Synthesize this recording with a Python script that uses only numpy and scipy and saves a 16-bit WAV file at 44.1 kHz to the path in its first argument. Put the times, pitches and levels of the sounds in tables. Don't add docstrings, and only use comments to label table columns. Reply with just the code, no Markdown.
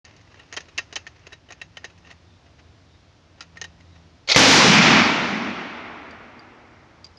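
import sys
import numpy as np
from scipy import signal
from scipy.fft import rfft, irfft, next_fast_len
from scipy.io import wavfile

SR = 44100
rng = np.random.default_rng(int(sys.argv[2]) if len(sys.argv) > 2 else 0)


def transcribe(signal):
    frames = np.atleast_2d(signal).T
    limited = np.clip(frames, -1, 1)
    pcm = np.round(limited * 32767).astype(np.int16)
    wavfile.write(sys.argv[1], SR, pcm)


N = 316748
TIME = np.arange(N) / SR


def from_db(db):
    return 10 ** (np.asarray(db) / 20)


def rms_one(x):
    return x / np.sqrt(np.mean(x ** 2) + 1e-20)


def at_hz(points, hz):
    pitches, values = np.transpose(points)
    return np.interp(np.log(hz), np.log(pitches), values)


def cut(x, hz, kind, order=2):
    sections = signal.butter(order, np.clip(hz, 10, .49 * SR), kind, fs=SR, output="sos")
    return signal.sosfilt(sections, x + 1e-18)


def resonance(x, hz, width_hz):
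    r = np.exp(-np.pi * width_hz / SR)
    feedback = [1, -2 * r * np.cos(2 * np.pi * hz / SR), r * r]
    return signal.lfilter(np.array([1, 0, -1]) * (1 - r * r) / 2, feedback, x + 1e-18)


def drift(per_s):
    knots = rng.standard_normal(N // 10)
    return np.interp(TIME * per_s, np.arange(len(knots)), knots)


def noise(colour):
    size = next_fast_len(N)
    hz = np.maximum(np.arange(size // 2 + 1) * SR / size, 1)
    spectrum = rfft(rng.standard_normal(size)) * from_db(at_hz(colour, hz))
    return rms_one(irfft(spectrum, size)[:N])


def banded_noise(colour, band_db):
    noises = noise(colour), noise(colour)
    edges_hz = 22 * 2 ** (np.arange(28) / 3)
    return sum(cut(noises[k % 2], band, "band", order=3) * from_db(band_db(np.sqrt(np.prod(band))))
               for k, band in enumerate(zip(edges_hz, edges_hz[1:])))


def strikes(starts_s, levels_db, fade_s, rise_s=0.0018):
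    out, age = np.zeros(N), TIME[:SR // 2]
    shape = (1 - np.exp(-age / rise_s)) * from_db(-60 * age / fade_s)
    for s, db in zip(starts_s, levels_db):
        at = int(s * SR)
        out[at:at + len(age)] += from_db(db) * shape[:N - at]
    return out


def ping(start_s, db, hz, fade_s):
    out, age = np.zeros(N), TIME[:SR // 3]
    twin_hz = hz * (1 + 0.0091 * rng.normal())
    pair = (np.sin(2 * np.pi * hz * age) + .5 * np.sin(2 * np.pi * twin_hz * age)) / 1.5
    ring = pair * from_db(db - 60 * age / fade_s)
    at = int(start_s * SR)
    out[at:at + len(age)] = ring[:N - at]
    return out


def hump(middle_s, half_length_s):
    return np.exp(-np.minimum(((TIME - middle_s) / half_length_s) ** 2, 20))


def burst(middle_s, db, hz, half_length_s, width_hz):
    shape = hump(middle_s, half_length_s)
    narrow = resonance(resonance(rng.standard_normal(N), hz, width_hz), hz, width_hz)
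    return from_db(db) * rms_one(shape * narrow) * np.sqrt(np.mean(shape ** 2))


def hum(hz, db, waver=0.307, wander_hz=1.44):
    loudness = from_db(db) * np.sqrt(2) * (1 + waver * drift(5))
    pitch_hz = hz + wander_hz * drift(10)
    return loudness * np.sin(2 * np.pi * np.cumsum(pitch_hz) / SR)


# pitch_hz, level_db
AIR_COLOUR = [(15, -53.5), (25, -30), (36, -14.5), (85, 2.5), (177, -10), (195, -14.5), (299, -12.5),
              (414, -20.5), (684, -17.5), (737, -20), (836, -20), (1490, -24), (1860, -25), (5620, -29.5),
              (10000, -51), (13000, -90.5), (22000, -120)]
def outdoor_air(rumble_db=-55.5, hiss_db=-59):
    air = noise(AIR_COLOUR)
    rumble = from_db(rumble_db + 0.6 * drift(3.35)) * rms_one(cut(air, 300, "low", order=4))
    hiss = from_db(hiss_db + 0.9 * drift(1.5)) * rms_one(cut(air, 300, "high", order=4))
    return rumble + hiss


# start_s, end_s, drone_change_db, octave_change_db
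ENGINE_SWELLS = [(1.513, 2.12, -2, 13), (3.40, 4.148, 8, 14)]
def engine(drone_hz=84.2, drone_db=-64, octave_db=-72.5, edge_s=.07):
    for start_s, end_s, drone_change_db, octave_change_db in ENGINE_SWELLS:
        swell = (np.tanh((TIME - start_s) / edge_s) - np.tanh((TIME - end_s) / edge_s)) / 2
        drone_db = drone_db + drone_change_db * swell
        octave_db = octave_db + octave_change_db * swell
    return hum(drone_hz, drone_db) + hum(2 * drone_hz, octave_db)


def contacts(clacks, bounce_s=.006, bounce_db=-17, hard_db=-19, touch_lead_s=.0055, touch_db=-7.5):
    rows = []
    for s, db, bass_db, treble_db, hz in clacks:
        rows.append((s, db, bass_db, treble_db, hz))
        rows.append((s + bounce_s, db + bounce_db, bass_db, treble_db, hz))
        if db > hard_db:
            rows.append((s - touch_lead_s, db + touch_db, bass_db, -2, hz))
    return rows


# pitch_hz, level_db, fade_s
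BODY_NOTES = [(377.5, -8.5, 0.049), (720, -4.5, 0.036), (1387, -5, .08), (1770, -8, 0.12), (1852, 6, 0.045),
              (2490, -6, 0.09), (2650, -3, 0.088), (2986, -14.5, 0.0966), (3870, 0.5, 0.063),
              (4980, -11.5, 0.13), (6420, -11, 0.14), (6610, -7.5, 0.029)]
def rifle_body(force, uneven_db=5.0):
    return sum(from_db(db) * resonance(force * from_db(uneven_db * drift(12)), hz,
                                       width_hz=np.log(1000) / (np.pi * fade_s))
               for hz, db, fade_s in BODY_NOTES)


# pitch_hz, level_db
HANDLING_COLOUR = [(88, -58), (150, -21), (368, -2), (1580, -4.5), (1860, 1), (2390, -4.5), (2710, 1),
                   (3130, -6.5), (3420, -10), (3950, -8), (6530, -7), (7960, -38.5), (9530, -34),
                   (11000, -64), (14300, -104), (22000, -120)]
# start_s, level_db, bass_db, treble_db, pitch_hz
CLACKS = [(0.05, -35, -30, -7, 4600), (0.164, -44.5, -30, -3, 4500), (0.211, -48, -14, -5, 2080),
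          (0.395, -36, -13, -21, 2860), (0.526, -24.5, -21, -10, 1840), (0.539, -28, -26, -16, 6500),
          (0.571, -17, -17, -15, 3150), (0.605, -33, -18.5, -6, 1750), (0.685, -36.5, -18, -12, 1900),
          (0.783, -12.5, -30, -25, 2690), (0.926, -25.5, -13, -7, 2920), (0.962, -15, -20, -17, 3054),
          (1.067, -24.5, -24, -14.5, 1820), (1.268, -30, -16, -14, 2650), (1.322, -33, -15.5, -21, 1870),
          (1.329, -30.5, -19, -15, 2690), (1.489, -40, -16, -23, 3000), (1.505, -30, -15, -18.5, 1884),
          (1.522, -30.5, -17, -8, 2520), (1.615, -22, -25.5, -22, 2690), (1.77, -25, -22, -19, 3050),
          (1.843, -20, -19, -10.5, 1804), (1.9, -41.5, -22, -28, 2610), (1.977, -45.5, -29, -5, 2610),
          (2.048, -42, -22, -27, 2700), (2.071, -42, -12, -21, 2740), (2.111, -30, -19, -16, 1855),
          (3.407, -24, -33, -11, 4890), (3.423, -39.5, -30, -5, 2560), (3.57, -31, -24, -18, 2060),
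          (3.614, -23.5, -17, -4, 2950), (3.641, -26, -20, -9, 3050), (3.807, -43, -20, -15, 2090)]
def clacks(fade_s=0.039):
    starts_s, db, bass_db, treble_db, pitches_hz = np.transpose(contacts(CLACKS))
    heavy_db = bass_db - np.median(bass_db)
    bright_db = treble_db - np.median(treble_db)
    steel_db = db - 0.15 * bright_db
    rattle = noise(HANDLING_COLOUR) * from_db(3 * drift(1200))
    low = cut(rattle, 930, "low") * strikes(starts_s, db - 6 + heavy_db, fade_s * 0.95, rise_s=0.003)
    middle = cut(rattle, [1200, 4000], "band") * strikes(starts_s, steel_db - 9, fade_s, rise_s=0.0012)
    snaps = strikes(starts_s, db - 7 + 0.94 * bright_db, fade_s * 1.09, rise_s=0.00055)
    high = cut(rattle, 6000, "high") * snaps
    body = rifle_body(rng.standard_normal(N) * strikes(starts_s, steel_db + 11, fade_s=0.023))
    parts = sum(ping(s, level - 6.5, hz, fade_s=0.04)
                for s, level, hz in zip(starts_s, steel_db, pitches_hz))
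    scatter = noise(HANDLING_COLOUR) * strikes(starts_s, db - 29, fade_s=0.19)
    return low - middle + high + body + parts + scatter


def sleeve_rub(level_db=-50, length_s=0.035, lead_s=0.002):
    starts_s, db = np.transpose(CLACKS)[:2]
    strengths = from_db(0.28 * (db - db.max()))
    power = sum(strength ** 2 * np.exp(-np.minimum(2 * np.abs(TIME - s + lead_s) / length_s, 40))
                for s, strength in zip(starts_s, strengths))
    grains = rms_one(noise(HANDLING_COLOUR) * from_db(5 * drift(260)))
    return from_db(level_db) * np.sqrt(power) * cut(grains, 2300, "low", order=1)


# middle_s, level_db, half_length_s
MOVEMENTS = [(0.087, -56.5, 0.091), (0.372, -55, 0.13), (1.18, -57, 0.083), (2.092, -49, 0.032),
             (2.47, -53.5, 0.011), (2.595, -53.5, 0.012), (3.965, -52, 0.014)]
def grass_crackle():
    effort = sum(from_db(db) * hump(s, half_length_s) for s, db, half_length_s in MOVEMENTS)
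    grains = cut(noise(HANDLING_COLOUR), 3500, "low", order=1) * from_db(5 * drift(180))
    return effort * rms_one(grains)


# middle_s, level_db, pitch_hz, half_length_s, width_hz
BIRD_CALLS = [(2.32, -70, 3600, .08, 350), (2.93, -66.5, 3750, .05, 350), (3.02, -73, 4200, 0.067, 299.5),
              (3.933, -68, 3800, .07, 296)]
def bird():
    return sum(burst(*call) for call in BIRD_CALLS)


# start_s, scrape_db, scrape_fade_s, pitch_hz, ring_db
BOLT_HITS = [(4.275, -28.5, 0.088, 4442, -28.5), (4.287, -19.5, 0.31, 2190, -21),
             (4.298, -16.5, 0.05, 3230, -15), (4.3145, -19, 0.041, 2050, -12),
             (4.3159, -14.5, 0.02, 5330, -7), (4.3175, -19.5, 0.074, 4320, -7.5),
             (4.322, -27, 0.065, 4680, -6), (4.3462, -18.5, 0.1, 2080, -12),
             (4.348, -22.5, 0.022, 4541, -11)]
# pitch_hz, level_db
BOLT_COLOUR = [(88, -63), (150, -45), (259, -21), (504, -7.5), (983, -13.5), (1420, -9.5), (1580, -20.5),
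               (2250, -3), (2920, -11), (3250, -6), (3800, -4.5), (6440, -12), (10000, -45.5),
               (13000, -77.5), (22000, -120)]
def bolt(ring_fade_share=0.53, body_db=-6):
    scrape = noise(BOLT_COLOUR) * sum(strikes([s], [db], fade_s) for s, db, fade_s, _, _ in BOLT_HITS)
    rings = sum(ping(s, db, hz, fade_s * ring_fade_share) for s, _, fade_s, hz, db in BOLT_HITS)
    return scrape + rings + from_db(body_db) * rifle_body(scrape)


SHOT_S = 4.360
def muzzle_blast():
    crack = rms_one(cut(rng.standard_normal(N), [3800, 6500], "band", order=4))
    thump = rms_one(cut(rng.standard_normal(N), [25, 160], "band"))
    return (crack * strikes([SHOT_S], [-8], fade_s=0.017)
            + thump * strikes([SHOT_S], [-7], fade_s=0.08, rise_s=0.0058))


def echo_shape(db, rise_s, hold_s, fall_db_per_s, spread_s=np.inf):
    age = np.maximum(TIME - SHOT_S, 0)
    late = np.maximum(age - hold_s, 0)
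    rise = 1 - np.exp(-age / rise_s)
    return rise * from_db(db - fall_db_per_s * late) / np.sqrt(1 + late / spread_s)


# pitch_hz, level_db
NEAR_COLOUR = [(15, -55), (25, -19.5), (54, -25), (92, -9.5), (200, -1.5), (299, 2.5), (375, -6), (519, -1),
               (560, -6.5), (857, -2), (1130, -6.5), (2170, -3), (3320, -6.5), (6060, -8), (10000, -32),
               (13000, -66.5), (22000, -120)]
def near_echo():
    loudness = echo_shape(-2.5, rise_s=0.0012, hold_s=0.21, fall_db_per_s=83)
    return loudness * banded_noise(NEAR_COLOUR, lambda hz: 0.5 * drift(50))


# pitch_hz, level_db
FAR_COLOUR = [(24, -62), (40, -28.5), (149, -5.5), (232, 2.5), (343, -6), (520, -13.5), (597, -10.5),
              (670, -8), (1340, -6), (1650, -8), (2330, -5.5), (2810, -10), (6020, -21.5), (9120, -47),
              (10000, -63.5), (13000, -87), (22000, -120)]
# pitch_hz, loss_db_per_s
TRAVEL_LOSS = [(40, 10), (130, 14), (260, 3), (450, -1), (1000, 2), (2000, 4), (3200, 10), (5000, 16),
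               (9000, 23)]
def far_echo(colour_s=5.062):
    loudness = echo_shape(-13, rise_s=.11, hold_s=0.61, fall_db_per_s=11.5, spread_s=0.093)
    extra_travel_s = np.maximum(TIME, SHOT_S) - colour_s
    roar = banded_noise(FAR_COLOUR, lambda hz: 0.7 * drift(25) - at_hz(TRAVEL_LOSS, hz) * extra_travel_s)
    return loudness * roar


# middle_s, level_db, pitch_hz, length_s
TREE_BOOMS = [(4.615, -10, 920, 0.057), (4.655, -11, 442, 0.033), (4.701, -11, 188, 0.034),
              (4.806, -11.5, 170, 0.032), (5.354, -29.5, 230, 0.17), (5.492, -27.5, 209.7, 0.039)]
def tree_booms():
    return sum(burst(s, db, hz, length_s / 2, width_hz=hz / 2) for s, db, hz, length_s in TREE_BOOMS)


# start_s, ring_db, pitch_hz, click_above_ring_db
TINKS = [(6.109, -42, 4700, -2), (6.394, -40.5, 4716, -24), (7.0442, -31.5, 4810, -8),
         (7.0503, -42, 4720, 1), (7.066, -42.5, 4824, -3), (7.172, -44, 4970, -10)]
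def fitting_tinks():
    hiss = cut(rng.standard_normal(N), 3100, "high", order=1)
    click = rms_one(cut(hiss, 6500, "low", order=6))
    return sum(click * strikes([s], [db + click_above_ring_db], fade_s=0.023)
               + ping(s, db, hz, fade_s=0.043) + ping(s, db - 25, hz, fade_s=.22)
               for s, db, hz, click_above_ring_db in TINKS)


def scene():
    background = outdoor_air() + engine()
    handling = clacks() + sleeve_rub() + grass_crackle()
    shot = (muzzle_blast() + near_echo() + far_echo() + tree_booms()) * (TIME > SHOT_S)
    mix = background + handling + bird() + bolt() + shot + fitting_tinks()
    return mix[None] * (TIME > .045)


def gain_control(x, ceiling_db=-11.5, react_s=0.0053):
    r = np.exp(-1 / (react_s * SR))
    level_db = 10 * np.log10(signal.lfilter([1 - r], [1, -r], x ** 2) + 1e-12)
    return x * from_db(-np.maximum(level_db - ceiling_db, 0))


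def record(dry, overload_db=4.0, full_scale=.86, top_hz=15800):
    dipped = dry - 0.94 * resonance(dry, hz=8100, width_hz=900)
    dull = signal.sosfilt(signal.ellip(8, .3, 60, 10000, fs=SR, output="sos"), dipped)
    overloaded = np.clip(dull, -from_db(overload_db), from_db(overload_db))
    held = gain_control(cut(overloaded, 9800, "low"))
    limited = np.clip(held, -full_scale, full_scale)
    return signal.sosfilt(signal.ellip(10, .2, 80, top_hz, fs=SR, output="sos"), limited)


dry = scene()
out = record(dry)
transcribe(out)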